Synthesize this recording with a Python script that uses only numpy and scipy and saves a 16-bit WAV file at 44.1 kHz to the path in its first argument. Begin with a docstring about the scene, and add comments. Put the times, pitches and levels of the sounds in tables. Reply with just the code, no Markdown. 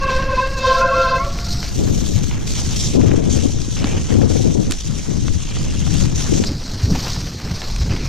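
"""Both disc brakes of a bicycle squeal in throbs on a muddy forest trail, over hiss and crunch of tyres.
The camera rides on the rider, close to it all: wind buffets its ports, grit ticks, hard bumps thump, a rattle is faint.
It opens from one microphone to a stereo pair and later snaps back.
Squeals are sums of fluttering multiples of a slip rate; wind and tyres are coloured noise with moving levels;
ticks are filtered noise bursts, thumps short low sines, and the rattle is random knocks on ringing modes."""
import sys
import numpy as np
from scipy import signal
from scipy.fft import rfft, irfft, next_fast_len
from scipy.io import wavfile
from scipy.ndimage import uniform_filter1d, minimum_filter1d

SR = 44100
rng = np.random.default_rng(int(sys.argv[2]) if len(sys.argv) > 2 else 0)


def inscribe(sig):
    """Save sig as 16-bit PCM at rate SR to the path in sys.argv[1].

    A 1-D sig is mono; a 2-D sig holds one channel per row.
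    Samples are clipped to [-1, 1] before scaling.
    """
    pcm = np.round(np.clip(np.atleast_2d(sig).T, -1, 1) * 32767)
    wavfile.write(sys.argv[1], SR, pcm.astype(np.int16))


N = 356328

# Loudest throbs, each one partial of a brake disc swelling and dying:
# (centre [s], width [s], mid frequency [Hz], glide from start to end [Hz], peak [dB])
BRAKE_THROBS = [(0.036, 0.032, 1105, 36, -18), (0.091, 0.02, 1080, -72, -14), (0.303, 0.025, 1070, 34, -19),
                (0.335, 0.018, 549, 3, -15.5), (0.392, 0.029, 1023, -60, -10),
                (0.652, 0.025, 1044, 3, -10.5), (0.692, 0.051, 514, 15, -14.5),
                (0.717, 0.029, 1054.0, 22, -9), (0.755, 0.025, 1054, 8, -13), (0.794, 0.037, 527, 1, -12.5),
                (0.785, 0.02, 1343, 18, -21.5), (0.823, 0.02, 1403, 53, -15.5),
                (0.862, 0.024, 1484, 90, -25), (0.898, 0.03, 1372, -8, -21),
                (0.838, 0.0434, 1042, -36, -11), (0.855, 0.017, 534, 3, -14),
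                (0.902, 0.029, 532.6, 12, -15.0), (0.932, 0.028, 1098, 65, -12),
                (0.998, 0.058, 525, -3, -17), (1.002, 0.08, 1370, -5, -13),
                (1.056, 0.054, 1040, -10, -17.5), (1.142, 0.039, 1047, 11, -12),
                (1.214, 0.033, 1085, 60, -17), (1.225, 0.036, 2200, 170, -35)]
# First brake (two pulls), its rising release, and the second brake, one table each:
# (time [s], slip rate of the pads [Hz], level between throbs [dB], bite of the upper orders [dB])
BRAKE_PULLS = [
    [(0, 539.6, -31, -20), (.12, 522.4, -26.5, -5), (.28, 532, -31, -14), (.4, 521, -26, -7.5),
     (.46, 534, -27.5, -7), (.51, 540.3, -35.5, -29), (.59, 530, -30, -5), (.68, 523.2, -26, 4),
     (.9, 529.5, -27, -11), (1.02, 523.3, -28, -0.5), (1.17, 527.3, -27, -5), (1.23, 520, -53, -14)],
    [(1.18, 516, -25.5, -4), (1.245, 570, -38, -13), (1.275, 558, -28, -33), (1.31, 557, -41.5, -23),
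     (1.46, 559, -49, -25)],
    [(.6, 681, -43, -12), (.75, 683, -30, -20), (1.0, 674, -28.5, -13), (1.2, 678, -30, -13),
     (1.33, 681, -43.5, -9), (1.62, 701, -46.5, -9), (1.72, 690, -51, -9)],
]
# Per squeal: (level of multiples 1, 2, 3 .. of the slip rate [dB])
SLIP_ORDERS = [
    [6, 1.5, -1, -17, -7.5, -14, -9.5, -9.5, -12, -17, -19.5, -22.5, -23.5],
    [3, 6.5, -21, 0],
    [4.5, 1, -17, -23],
]
# Per squeal: (first of the upper orders [multiple])
FIRST_UPPER_ORDER = [6, 4, 5]
# Per squeal: (depth of its flutter [factor])
FLUTTER_DEPTH = [0.67, 0.47, 0.48]
# Grit between pads and disc: (frequency [Hz], relative density [dB per Hz])
RASP_SPECTRUM = [(1800, -28), (3000, 3), (4500, 5), (6000, -13), (8000, -39)]
RASP_DB = -11  # against the squeal, before the bite
DRIFT_SHARE, DRIFT_PER_S = 0.007, 53  # slow drift of the slip rate

# Changing airflow at the left port between the short gusts, with one slow swell near 6 s;
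# the left port is also the single microphone: (time [s], buffeting [dB])
AIRFLOW_LEFT = [(0.1, -27.5), (0.6, -29.5), (1.1, -29), (1.55, -26.5), (2.5, -24), (3.74, -21.5),
                (4.78, -31), (5.46, -24.5), (6.03, -9), (6.26, -19.5), (6.6, -27), (6.78, -27),
                (7.12, -25.5), (7.26, -23), (7.33, -29.5), (7.6, -37.5), (7.82, -23.5), (8.04, -26)]
# Airflow at the right port: (time [s], buffeting [dB])
AIRFLOW_RIGHT = [(1.58, -20), (1.94, -24), (2.24, -41), (2.32, -23), (2.78, -24), (2.96, -17.5),
                 (3.32, -42), (3.96, -19.5), (4.58, -46), (4.68, -15.5), (4.78, -36), (5.48, -33),
                 (5.58, -20), (5.84, -25.5), (6.46, -23)]
# Slow deep pressure swings at both ports: (time [s], level [dB])
PRESSURE_SWAY = [(0, -20), (.3, -23.5), (1, -25), (2, -23.5), (7.27, -28), (7.33, -51), (7.62, -27),
                 (7.72, -16.5), (8, -24)]
# Short gusts at the left port: (start [s], hold [s], buffeting [dB], rush above the buffeting [dB],
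# sag of the rush [dB per s])
WIND_GUSTS = [(1.745, 0.53, -15.5, -1, 19), (2.62, 0.3, -21, -17, 28), (2.93, 0.61, -13.5, 2, 15.5),
              (3.755, 0.17, -20, -3, 4), (4.082, 0.5, -12.5, 2, 8.5), (4.831, 0.086, -16.5, -10, 15),
              (5.052, 0.26, -15.5, -9, 28), (6.265, 0.099, -15.5, -1.5, 1), (6.854, 0.039, -16, -10.5, 3),
              (7.416, 0.065, -23.5, -14, 0), (7.85, 0.1, -27.5, -1, 18)]
# Low buffeting of the ports: (frequency [Hz], relative density [dB per Hz])
BUFFET_SPECTRUM = [(20, -0.5), (45, -9), (75, 3), (125, 1), (200, -5.5), (310, -15), (1500, -99)]
# Higher rush of air over the ports: (frequency [Hz], relative density [dB per Hz])
RUSH_SPECTRUM = [(60, -72), (150, -6.5), (250, 0.5), (450, -7.5), (800, -23.5), (1200, -34), (4000, -84)]
LEFT_RUSH_DB, RIGHT_RUSH_DB = -16.5, -9.5  # against the buffeting: left between gusts, right
GUST_RISE_S, GUST_FALL_DB_PER_S = 0.042, 186
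GUST_SAG_DB_PER_S = -1  # negative: held buffeting grows

# Rolling between the splashes:
# (time [s], hiss of the tread in wet mud [dB], crunch of loose ground above the hiss [dB])
ROLLING = [(0.02, -38, 5.5), (0.22, -46, 13), (0.44, -39, 2.5), (0.92, -40.5, 0), (1.24, -38.5, 1.5),
           (1.5, -32.5, -7.5), (2.12, -33.5, -8), (2.36, -37, -1), (3.1, -38, 1), (3.74, -34.5, -11),
           (4.16, -37, 1), (4.62, -37, -9), (4.98, -33.5, -6.5), (5.42, -35, -6.5), (5.9, -33, -5.5),
           (6.5, -39.5, -5), (7.06, -29, -2), (7.38, -38, -1.5), (8.06, -34.5, -1)]
# Tyres splash through wet patches and grind over loose ones: (start [s], hold [s], hiss [dB], crunch [dB])
WET_AND_LOOSE_PATCHES = [(0.093, 0.024, -32, -32.5), (0.562, 0.21, -35.5, -36), (0.99, 0.066, -39, -40),
                         (2.456, 0.26, -28.5, -57), (2.752, 0.11, -24.5, -48), (3.29, 0.13, -29, -51),
                         (3.76, 0.18, -42, -33), (4.077, .01, -34.5, -33.5), (4.283, 0.14, -31, -62),
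                         (4.638, 0.0082, -39, -37), (5.929, 0.089, -30.5, -36.5), (6.141, 0.31, -29, -36),
                         (7.633, 0.03, -36, -42), (7.924, 0.026, -53, -39)]
# Crunch of loose ground: (frequency [Hz], relative density [dB per Hz])
CRUNCH_SPECTRUM = [(300, 9.5), (1150, 4), (1650, 2.5), (2500, 1.5), (3300, 0), (6000, -28.5)]
# Hiss through the single microphone: (frequency [Hz], relative density [dB per Hz])
HISS_ONE_MIC = [(1500, -17), (2890, -15.5), (4090, 3.5), (5850, 2.5), (7370, -9), (8900, -14.5),
                (10900, -31), (12800, -18), (15300, -32)]
# Hiss through the stereo pair: (frequency [Hz], relative density [dB per Hz])
HISS_STEREO = [(1500, -21), (3300, -4.5), (4700, -4.5), (6300, 2.5), (7580, -5), (8510, -12),
               (11500, -21.5), (15300, -33)]
# Tyre sound at the two ports: (frequency [Hz], left-right likeness [0 to 1], lead of the left [radians])
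PORT_LIKENESS = [(900, .3, 0), (2500, .72, 0), (4200, .82, .2), (6000, .55, 1.1), (8000, .48, 1.7),
                 (10000, .1, 2.5)]
# Changing level of the treble above TREBLE_HZ, some values below zero: (time [s], change [dB])
TREBLE_CHANGE = [(0, 1), (1.0, 4), (1.7, 7), (2.0, 7), (2.9, 0), (3.2, -2), (5.6, -2), (6.0, -1), (6.7, 4),
                 (7.0, 7.5), (7.4, 6), (8, 3)]
TREBLE_HZ = 11500
SPLASH_RISE_S, SPLASH_FALL_DB_PER_S, SPLASH_SAG_DB_PER_S = 0.015, 111, 5
FRAME = 512  # samples in one short-time spectrum

# Grit and twigs tick on frame and camera: (time [s], peak [dB], nominal pitch [Hz])
GRIT_TICKS = [(.185, -33, 7000), (.99, -33, 6500), (1.387, -18, 2240), (1.628, -15, 2620),
              (2.311, -18.5, 2100), (2.746, -23, 6440), (3.013, -22, 2430), (3.114, -16.5, 1170),
              (3.37, -29, 5920), (3.768, -24, 2540), (3.842, -11, 2820), (4.188, -29, 5850),
              (4.215, -18, 1100), (4.709, -13.5, 5700), (4.72, -7, 5000), (5.281, -17, 2040),
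              (5.567, -22.5, 2000), (5.864, -22, 4000), (5.903, -24, 4530), (5.94, -22, 6000),
              (6.438, -12.5, 2820), (7.617, -18.5, 3040), (7.761, -19.5, 3980), (7.964, -19, 2290)]
# Hard gusts and bumps felt by both ports: (time [s], peak [dB], frequency [Hz])
LOW_THUMPS = [(2.313, -14.5, 112), (3.106, -12, 173), (3.68, -19.5, 262), (3.842, -9, 237),
              (4.699, -16.5, 268), (6.416, -15, 189), (6.83, -6.5, 93), (6.913, -8.5, 170),
              (7.507, -15.5, 158), (7.798, -11, 65.5), (7.899, -10, 99)]
# Something loose on the frame over rough ground: (start [s], length [s], middle mode [Hz], level [dB])
FRAME_RATTLES = [(3.755, 0.21, 2700, -39.5), (5.377, 0.48, 3050, -41.5), (7.886, .2, 2380, -42.5)]
KNOCKS_PER_S, KNOCK_T60_S, MODE_SPACING = 500, .01, .1  # spacing as a share of the middle mode

# The camera opens and closes its stereo: (time [s], share of the pair [0 to 1])
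STEREO_SHARE = [(1.6, 0), (1.78, 1), (6.452, 1), (6.46, 0)]
EDGE_HZ = 15400  # upper band limit of the camera


def gain_of(db):
    """Decibels to a factor."""
    return 10 ** (np.asarray(db) / 20)


def evened(x):
    """Scales to rms 1."""
    return x / np.sqrt(np.mean(abs(x) ** 2) + 1e-20)


def columns(rows, t):
    """Every column of a table, interpolated at the times t."""
    s, *rest = np.transpose(rows)
    return [np.interp(t, s, c) for c in rest]


def colour(points, hz):
    """Every column of a spectrum, interpolated over log frequency."""
    log_points = [(np.log(p[0]), *p[1:]) for p in points]
    return columns(log_points, np.log(hz + 1))


def wander(per_s, count=N):
    """Smooth chance of rms 1 that turns about per_s times a second."""
    size = int(SR / per_s)
    smooth = uniform_filter1d(rng.standard_normal(count), size)
    return evened(uniform_filter1d(smooth, size))


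def noise(points, count=N):
    """Steady noise of rms 1 with the given spectrum."""
    size = next_fast_len(count, real=True)
    db = colour(points, np.fft.rfftfreq(size, 1 / SR))[0]
    shaped = rfft(rng.standard_normal(size)) * gain_of(db)
    return evened(irfft(shaped, size)[:count])


def mix_in(mix, s, sound):
    """Mixes a sound in from second s."""
    part = mix[..., max(round(s * SR), 0):][..., :sound.shape[-1]]
    part += sound[..., :part.shape[-1]]


def swells(t, base_db, starts, holds, tops_db, rise_s, fall_db_per_s, sag_db_per_s):
    """Adds to a base level the power of events that rise, sag while held, then fall; in dB."""
    power = gain_of(2 * base_db)
    for start, hold, top_db, sag in np.broadcast(starts, holds, tops_db, sag_db_per_s):
        since = np.maximum(t - start - rise_s, 0)
        db = top_db - sag * np.minimum(since, hold) - fall_db_per_s * np.maximum(since - hold, 0)
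        rise = np.clip((t - start) / rise_s, 0, 1)
        power = power + (rise * gain_of(db)) ** 2
    return 10 * np.log10(power)


def squeal(rows, orders_db, first_upper, depth):
    """Pads stick and slip unevenly; every order flutters on its own, the lowest least."""
    t = np.arange(rows[0][0], rows[-1][0], 1 / SR)
    count = len(t)
    slip_hz, level_db, bite_db = columns(rows, t)
    jitter = 0.00624 * wander(225, count)
    drift = DRIFT_SHARE * wander(DRIFT_PER_S, count)
    turns = np.cumsum(slip_hz * (1 + jitter + drift)) / SR
    out = np.zeros(count)
    for k, db in enumerate(orders_db, start=1):
        # complex, so that strength and phase both flutter
        chance = wander(91, count) + 1j * wander(95, count)
        flutter = 0.73 + depth * min(k, 3) / 2 * chance
        order_db = db + bite_db * (k >= first_upper)
        out += gain_of(order_db) * (flutter * np.exp(2j * np.pi * k * turns)).real
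    puffs = 1 + np.cos(2 * np.pi * turns)  # one puff of rasp per slip
    out += gain_of(RASP_DB + bite_db) * noise(RASP_SPECTRUM, count) * puffs
    return gain_of(level_db) * out * signal.windows.tukey(count, .04)


def throb(width, hz, glide, db):
    """One disc partial swells and dies while its pitch glides evenly through hz."""
    t = np.arange(0, 2.2 * width, 1 / SR)
    turns = hz * t + glide / 2 * t * (t / t[-1] - 1)
    start = rng.random()  # random starting phase, in turns
    return gain_of(db) * np.hanning(len(t)) * np.sin(2 * np.pi * (turns + start))


def brakes():
    """Stick-slip squeals of both disc brakes, with the throbs of the discs on top."""
    out = np.zeros(N)
    for rows, *voice in zip(BRAKE_PULLS, SLIP_ORDERS, FIRST_UPPER_ORDER, FLUTTER_DEPTH):
        mix_in(out, rows[0][0], squeal(rows, *voice))
    for centre, width, *tone in BRAKE_THROBS:
        mix_in(out, centre - 1.1 * width, throb(width, *tone))
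    return out


def wind():
    """Lumpy eddies, unrelated at each port; the pair's matrix leaks the left rush upside down into the right."""
    t = np.arange(N) / SR
    air_db, right_db, sway_db = (columns(rows, t)[0] for rows in (AIRFLOW_LEFT, AIRFLOW_RIGHT, PRESSURE_SWAY))
    start, hold, gust_db, above_db, rush_sag = np.transpose(WIND_GUSTS)
    left_db = swells(t, air_db, start, hold, gust_db, GUST_RISE_S, GUST_FALL_DB_PER_S, GUST_SAG_DB_PER_S)
    rush_db = swells(t, air_db + LEFT_RUSH_DB, start, hold, gust_db + above_db,
                     GUST_RISE_S, GUST_FALL_DB_PER_S, rush_sag)
    left_lumps_db, right_lumps_db = 1.7 * wander(35), 1.25 * wander(25)
    left = gain_of(left_db + left_lumps_db) * noise(BUFFET_SPECTRUM)
    right = gain_of(right_db + right_lumps_db) * noise(BUFFET_SPECTRUM)
    rush = gain_of(rush_db + left_lumps_db + 3.47 * wander(104)) * noise(RUSH_SPECTRUM)
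    right_rush = gain_of(right_db + right_lumps_db + RIGHT_RUSH_DB) * noise(RUSH_SPECTRUM)
    deep = [(14, 0.5), (60, -2.5), (200, -74)]  # (frequency [Hz], relative density [dB per Hz])
    sway = [gain_of(sway_db) * noise(deep) for port in "LR"]
    return np.array([left + rush, right + right_rush - 0.31 * rush]) + sway


def tyres():
    """Random short-time spectra with patches and wide flicker, broken up by a spray of fine grains."""
    hop = FRAME // 4
    overlap = FRAME - hop
    frames, hz = N // hop + 5, np.fft.rfftfreq(FRAME, 1 / SR)
    t = np.arange(frames) * hop / SR
    a, b, c, d, patches = rng.standard_normal((frames, len(hz), 5)).T
    # patches span neighbouring bands and frames; flicker moves all bands together
    patches = evened(uniform_filter1d(uniform_filter1d(patches, 9, axis=0), 14, axis=1))
    flicker = evened(uniform_filter1d(rng.standard_normal((2, frames)), 9))

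    roll_db, loose_db = columns(ROLLING, t)
    start, hold, wet_db, grind_db = np.transpose(WET_AND_LOOSE_PATCHES)
    shape = SPLASH_RISE_S, SPLASH_FALL_DB_PER_S, SPLASH_SAG_DB_PER_S
    hiss_db = swells(t, roll_db, start, hold, wet_db, *shape)
    crunch_db = swells(t, roll_db + loose_db, start, hold, grind_db, *shape) - hiss_db  # above the hiss

    width = columns(STEREO_SHARE, t)[0]
    spectra = HISS_ONE_MIC, HISS_STEREO, CRUNCH_SPECTRUM
    one, pair, crunch = (evened(gain_of(colour(p, hz)[0]))[:, None] for p in spectra)
    hiss = ((1 - width) * one + width * pair) * gain_of(1.83 * flicker[0])
    crunch = crunch * gain_of(crunch_db + 2.3 * flicker[1] + 0.4 * flicker[0])
    size = np.hypot(hiss, crunch)

    # the right port hears a delayed share of the left and a share of its own
    same, lead = (v[:, None] for v in colour(PORT_LIKENESS, hz))
    left, own = a + 1j * b, c + 1j * d
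    right = same * left * np.exp(-1j * lead) + np.sqrt(1 - same ** 2) * own
    treble_db = np.outer(hz > TREBLE_HZ, columns(TREBLE_CHANGE, t)[0])
    ports = np.array([left, right]) * size * gain_of(hiss_db + treble_db + 1.62 * patches)
    unit = np.std(signal.istft(left, nperseg=FRAME, noverlap=overlap)[1])
    sound = signal.istft(ports, nperseg=FRAME, noverlap=overlap)[1][:, :N]
    grains = gain_of(1.6 * wander(380))  # mud flung off the knobs in millisecond spurts
    return grains * sound / unit


def ticks():
    """A short burst of noise in a band around one pitch, dying fast."""
    out, t = np.zeros(N), np.arange(3000) / SR
    envelope = gain_of(-60 * t / 0.017) * np.minimum(t / 0.001, 1)  # 1 ms rise, 60 dB down in 17 ms
    for s, db, hz in GRIT_TICKS:
        band = signal.butter(N=3, Wn=[hz / 5.5, min(hz * 1.61, 9500)], btype="band", fs=SR)
        tick = signal.lfilter(*band, rng.standard_normal(len(t)) * envelope)
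        mix_in(out, s, gain_of(db) * tick / abs(tick).max())
    return out


def thumps():
    """A gust or bump swings both ports through 2.6 low cycles."""
    out = np.zeros(N)
    for s, db, hz in LOW_THUMPS:
        turns = np.arange(0, 2.6, hz / SR)
        mix_in(out, s, gain_of(db) * np.sin(2 * np.pi * turns) * signal.windows.tukey(len(turns), .6))
    return out


def rattles():
    """Uneven random knocks each ring one of three close, short modes."""
    out, t = np.zeros(N), np.arange(2000) / SR
    for s, length, hz, db in FRAME_RATTLES:
        chance, size, which = rng.random((int(length * SR), 3)).T
        knocks = (chance < KNOCKS_PER_S / SR) * (0.15 + size) ** 2
        sound = 0
        for k in (-1, 0, 1):
            mode_hz = hz * (1 + MODE_SPACING * k)
            ring = gain_of(-60 * t / KNOCK_T60_S) * np.sin(2 * np.pi * mode_hz * t)
            sound = sound + signal.oaconvolve(knocks * (np.floor(3 * which) == k + 1), ring)
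        mix_in(out, s, gain_of(db) * evened(sound))
    return out


def scene():
    """All sources at the two ports."""
    return brakes() + wind() + tyres() + ticks() + thumps() + rattles()


def record(dry):
    """Without the pair the left signal feeds both sides, save the top octave; peak limiter; band limit."""
    left, right = dry
    width = columns(STEREO_SHARE, np.arange(N) / SR)[0]
    apart = right - left
    high = signal.butter(N=8, Wn=11800, btype="high", fs=SR, output="sos")
    top = signal.sosfiltfilt(high, apart)
    pair = np.array([left, left + width * apart + (1 - width) * top])
    peak = -minimum_filter1d(-abs(pair).max(0), size=301)  # highest peak nearby
    pair = pair * uniform_filter1d(np.minimum(.92 / peak, 1), size=301)
    low = signal.firwin(511, EDGE_HZ, window=("kaiser", 9), fs=SR)
    return signal.oaconvolve(pair, low[None], "same")


dry = scene()
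out = record(dry)
inscribe(out)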